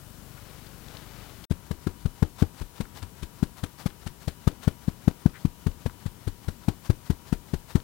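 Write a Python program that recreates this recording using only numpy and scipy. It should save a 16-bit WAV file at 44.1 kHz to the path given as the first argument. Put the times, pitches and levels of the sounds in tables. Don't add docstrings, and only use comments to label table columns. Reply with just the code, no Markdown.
import sys
import numpy as np
from scipy import signal
from scipy.fft import rfft, irfft, next_fast_len
from scipy.io import wavfile
from scipy.ndimage import uniform_filter1d, map_coordinates

SR = 44100
rng = np.random.default_rng(int(sys.argv[2]) if len(sys.argv) > 2 else 0)


def generate_wav(signal):
    frames = np.transpose(np.atleast_2d(signal))
    scaled = np.clip(frames, -1, 1) * 32767
    pcm = np.round(scaled).astype(np.int16)
    wavfile.write(sys.argv[1], SR, pcm)


N = 345303
TIME = np.arange(N) / SR
GAP_START_S, GAP_END_S = 1.453, 1.4995

# start_s, thump_db, thump_pitch_hz, knock_db
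TAPS = [(1.512, -7, 130, -32), (1.7122, -13, 132, -32.5), (1.8704, -9, 152, -27.5),
        (2.0584, -8.5, 104, -31.5), (2.2278, -2, 123, -23), (2.4243, -2.5, 128, -24.5),
        (2.6151, -21.5, 82, -37.5), (2.806, -11, 155, -32), (3.027, -31.5, 84, -43.5),
        (3.2295, -21.5, 110, -38.5), (3.43, -3.5, 171, -31), (3.637, -15, 101, -28.5),
        (3.8622, -7, 154, -28), (4.068, -20, 100, -35.5), (4.2803, -12.5, 103, -30),
        (4.476, -2.5, 111, -22), (4.6782, -3.5, 118, -25.5), (4.8834, -6.5, 154, -33), (5.08, -1, 141, -25),
        (5.2613, 1.5, 157, -26.5), (5.4529, -4, 158, -34), (5.668, -8, 113, -26.5),
        (5.8618, -12, 96, -32.5), (6.0617, -14.5, 130, -44), (6.2755, -14, 90.5, -35),
        (6.4846, -15, 77.6, -34.5), (6.6852, -6, 136.6, -24), (6.9008, -4, 96, -26.5),
        (7.103, -6.5, 125, -28), (7.3282, -6.5, 147, -27), (7.5377, -9.5, 163, -33),
        (7.7558, -3, 128, -23.5)]
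# frequency_hz, level_db
RUSTLE = [(200, 8), (500, 4.5), (1400, 1), (2400, -2.5), (4300, -4), (7000, -12.5), (16000, -34)]


def thumps(push_db=-0.5, steepen=0.22, hard_db=-20, recoil=0.32):
    # pitch_hz, level_db, t60_s
    mesh_modes = [(29.7, -9, 0.17), (76.3, 1, 0.07), (156, 1, 0.033), (249, 0, 0.04)]
    # time_s, level_db
    swing_curve = [(1.5, -16), (2.4, -13), (3.1, -18), (4.9, -23), (5.6, -12), (7.8, -14)]
    out = np.zeros(N)
    t = np.arange(-SR // 50, SR // 50) / SR
    for s, db, hz, knock_db in TAPS:
        hardness = min(amp(knock_db - db - hard_db) ** 2, 1)
        phase = np.sqrt(2) * np.pi * hz * t
        phase += steepen * hardness * (1 + np.tanh(3 * (phase - .7)))
        push = (1 - phase ** 2) * np.exp(-phase ** 2 / 2)
        push *= 1 + recoil * hardness * amp(db) * phase
        add(out, s + t[0], amp(db + push_db) * push)
        swing_db = np.interp(s, *np.transpose(swing_curve)) + 0.24 * db
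        swing = ring(mesh_modes, scatter_db=3, detune=0.15, attack_s=0.0059)
        add(out, s + 0.0025, -amp(swing_db) * swing)
    return signal.sosfilt(signal.butter(1, 10, "high", fs=SR, output="sos"), out)


def knocks(crunch_db=3.0):
    # frequency_hz, level_db
    spectrum = [(150, -2.5), (300, 15), (460, 7.5), (660, 1), (900, -2.5), (1400, -8), (2100, -13),
                (4000, -16.5), (16000, -30)]
    # pitch_hz, level_db, t60_s
    rim_modes = [(446, 0.5, 0.029), (640, -9.5, 0.011), (750, -7.5, 0.018), (1080, -21, 0.064),
                 (1420, -6, 0.03), (1647, -7.5, 0.027)]
    times, _, _, knock_db = np.transpose(TAPS)
    crunch = bursts(times, knock_db + crunch_db, rise_s=0.0021, fall_s=0.0044, tail_db=-12, tail_s=0.025)
    out = crunch * grains(spectrum, rate=5500)
    for s, db in zip(times, knock_db):
        add(out, s + 0.00032, amp(db) * ring(rim_modes, scatter_db=2.5, detune=0.04, attack_s=0.00084))
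    return out


def bowl():
    # start_s, level_db
    nudges = [(2.2245, -30), (2.423, -28), (7.7555, -31)]
    # pitch_hz, level_db, t60_s
    glass_modes = [(476, 1, 0.053), (788, -1, 0.065), (866, -3, 0.07)]
    out = np.zeros(N)
    for s, db in nudges:
        add(out, s, amp(db) * ring(glass_modes, scatter_db=2, detune=0.005, attack_s=0.0013))
    return out


def hisses(gain_db=5.0, touch_db=-11, snap_db=-17):
    # time_s, level_db
    flow_curve = [(1.5, -43.5), (2.25, -52.5), (2.75, -43.5), (4.3, -41), (5.3, -50.5), (5.8, -44),
                  (7.8, -43)]
    # frequency_hz, level_db
    hiss_spectrum = [(200, -43), (700, 7), (1500, 7), (2300, 2.5), (4000, 3), (6000, -3), (10000, -3.5),
                     (16000, -15)]
    # frequency_hz, level_db
    snap_spectrum = [(1500, -16), (5000, -5), (10000, -4), (16000, -1)]
    times, _, _, knock_db = np.transpose(TAPS)
    flow_db = np.interp(times, *np.transpose(flow_curve))
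    hiss_db = gain_db + flow_db + 0.17 * (knock_db - np.median(knock_db))
    puff_s = 0.0093 * amp(0.18 * (flow_db - flow_db.mean()))
    touch = bursts(times - .0055, hiss_db + touch_db,
                   rise_s=0.00046, fall_s=0.0039, tail_db=-30, tail_s=.01)
    puff = bursts(times + 0.0024, hiss_db, rise_s=0.003, fall_s=puff_s, tail_db=-11, tail_s=0.033)
    snap = bursts(times + 0.0011, knock_db + snap_db,
                  rise_s=0.0015, fall_s=0.005, tail_db=-25, tail_s=.005)
    clumps = unit(amp(1.6 * wobble(600)))
    powder = (touch + puff) * clumps * grains(hiss_spectrum, rate=7000)
    return powder + snap * grains(snap_spectrum, rate=9000)


def crumbs(count=3, gain_db=-22):
    times, _, _, knock_db = np.transpose(TAPS)
    landings = times[:, None] + rng.uniform(0.0068, 0.0512, (len(times), count))
    throw_db = (knock_db[:, None] + np.median(knock_db)) / 2
    lump_db = throw_db + gain_db + 2 * rng.standard_normal(landings.shape)
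    patter = bursts(landings, lump_db, rise_s=0.0011, fall_s=0.0031, tail_db=-33, tail_s=.006)
    return patter * grains(RUSTLE, rate=5900)


def slides(shift_db=-52, lead_s=0.043):
    # centre_s, level_db
    heap_slides = [(2.403, -39), (2.595, -45), (2.775, -49), (2.972, -40.5), (3.584, -45), (3.807, -40.5),
                   (4.222, -47.5), (4.642, -41), (6.86, -41.5), (7.065, -48.5), (7.281, -46.5),
                   (7.709, -42)]
    # frequency_hz, level_db
    spectrum = [(300, -5), (800, 4), (1500, 1), (2400, -4.5), (4200, -3.5), (6500, -8), (16000, -14.5)]
    shifts = sum(amp(shift_db) * swell(s - lead_s, width_s=0.045) for s, *_ in TAPS)
    whole_heap = sum(amp(db) * swell(s, width_s=0.028) for s, db in heap_slides)
    drag = amp(1.5 * wobble(120))
    return np.hypot(shifts, whole_heap) * drag * grains(spectrum, rate=9000)


def swaying():
    # time_s, level_db
    sway_curve = [(0, -70), (.28, -55), (.4, -51), (.62, -49.5), (.8, -52), (.95, -45), (1.05, -48),
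                  (1.2, -46), (1.45, -51)]
    level_db = np.interp(TIME, *np.transpose(sway_curve)) + 0.38 * wobble(16)
    return amp(level_db) * grains(RUSTLE, rate=5000) * (TIME < GAP_START_S)


def brushes(octaves=0.46):
    # centre_s, width_s, pitch_hz, level_db
    strokes = [(0.38, 0.012, 1400, -46.5), (.67, 0.008, 4500, -50), (0.885, 0.004, 3700, -42.5),
               (0.971, 0.003, 3700, -38), (1.443, 0.0055, 3580, -42), (2.855, 0.0041, 1340, -43),
               (3.906, 0.005, 1450, -44), (5.362, 0.031, 1740, -44.5), (5.898, 0.0016, 1190, -33.5)]
    out = np.zeros(N)
    for s, width_s, pitch_hz, db in strokes:
        band = lambda hz: 1 / (1 + (np.log2((hz + 1) / pitch_hz) / octaves) ** 2)
        out += amp(db) * swell(s, width_s) * unit(filtered(rng.standard_normal(N), band))
    return out


def walls(x, t60_s=0.12, wet_db=-23):
    t = np.arange(SR // 3) / SR
    tail = rng.standard_normal(len(t)) * amp(-60 * t / t60_s) * (t > .006)
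    return amp(wet_db) * signal.fftconvolve(x, tail / np.linalg.norm(tail))[:N]


def throb(beat_hz=25, dispersion=0.1557):
    harmonics = [-48.5, -53, -50.5, -49, -54, -54, -56.5, -59.5, -61, -70, -60]
    phase = 2 * np.pi * beat_hz * TIME
    return sum(amp(db + 0.95 * wobble(8.4)) * np.cos(k * phase + dispersion * k * k)
               for k, db in enumerate(harmonics, start=2))


def room_tone(before_db=-46.5, after_db=-47.0):
    # frequency_hz, level_db
    before_spectrum = [(22, -16), (50, -11), (120, -3.5), (220, -10), (400, -16), (700, -20), (1400, -21),
                       (2000, -29), (5000, -31.5), (16000, -30)]
    # frequency_hz, level_db
    after_spectrum = [(25, -22), (55, 4), (110, 2), (175, 1), (250, -4), (400, -9.5), (620, -16),
                      (950, -15), (1300, -17), (2000, -25.5), (4000, -31), (16000, -92)]
    before = amp(before_db) * coloured(rng.standard_normal(N), before_spectrum) + throb()
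    after = amp(after_db + 0.7 * wobble(6)) * coloured(rng.standard_normal(N), after_spectrum)
    return np.where(TIME < GAP_START_S, before, after)


def whine():
    # pitch_hz, before_db, after_db
    tones = [(960, -71, -59.5), (2987, -65, -67)]
    out = np.zeros(N)
    for hz, before_db, after_db in tones:
        level_db = np.where(TIME < GAP_START_S, before_db, after_db) + 1.5 * wobble(20)
        out += amp(level_db) * np.sin(2 * np.pi * hz * TIME + .7 * wobble(18))
    return out


def amp(db):
    return 10 ** (np.asarray(db) / 20)


def unit(x):
    return x / np.sqrt(np.mean(x ** 2) + 1e-20)


def filtered(x, response):
    size = next_fast_len(N + SR // 2)
    return irfft(rfft(x, size) * response(np.fft.rfftfreq(size, 1 / SR)), size)[..., :N]


def coloured(x, spectrum):
    points_hz, db = np.transpose(spectrum)
    return unit(filtered(x, lambda hz: amp(np.interp(np.log(hz + 1), np.log(points_hz), db))))


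def wobble(rate):
    return map_coordinates(rng.standard_normal(int(N * rate / SR) + 4), [TIME * rate])


def grains(spectrum, rate):
    return coloured(rng.standard_normal(N) * (rng.random(N) < rate / SR), spectrum)


def add(track, start_s, sound):
    part = track[round(start_s * SR):][:len(sound)]
    part += sound[:len(part)]


def ring(modes, scatter_db, detune, attack_s):
    t = np.arange(SR // 5) / SR
    tone = np.zeros(len(t))
    for hz, db, t60_s in modes:
        decay = amp(db + scatter_db * rng.normal() - 60 * t / t60_s)
        tone += decay * np.sin(2 * np.pi * hz * (1 + detune * rng.normal()) * t)
    return tone * (1 - np.exp(-t / attack_s))


def swell(centre_s, width_s):
    return np.exp(-2 * np.minimum(((TIME - centre_s) / width_s) ** 2, 20))


def bursts(times, levels_db, rise_s, fall_s, tail_db, tail_s):
    envelope = np.zeros(N)
    t = np.arange(-SR // 50, SR // 5) / SR
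    after = np.maximum(t, 0)
    attack = np.exp(np.minimum(t, 0) / rise_s)
    tail = amp(tail_db) * np.exp(-after / tail_s)
    for s, db, length_s in np.broadcast(times, levels_db, fall_s):
        body = np.exp(-(after / length_s) ** 2)
        add(envelope, s + t[0], amp(db) * attack * (body + tail))
    return envelope


def scene(right_db=-19.5):
    sieve = thumps() + knocks() + bowl() + hisses() + crumbs() + slides() + swaying() + brushes()
    sound = sieve + walls(sieve) + room_tone() + whine()
    return np.array([sound, amp(right_db) * sound])


def record(dry, left_noise_db=-52.0, right_noise_db=-61.0, ceiling=.93, top_hz=15900):
    noisy = dry + amp([[left_noise_db], [right_noise_db]]) * rng.standard_normal((2, N))
    rounded = noisy / (1 + np.abs(noisy / ceiling) ** 8) ** (1 / 8)
    gate = uniform_filter1d(1. * ((TIME < GAP_START_S) | (TIME > GAP_END_S)), size=100)
    return filtered(rounded * gate, lambda hz: hz < top_hz)


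dry = scene()
out = record(dry)
generate_wav(out)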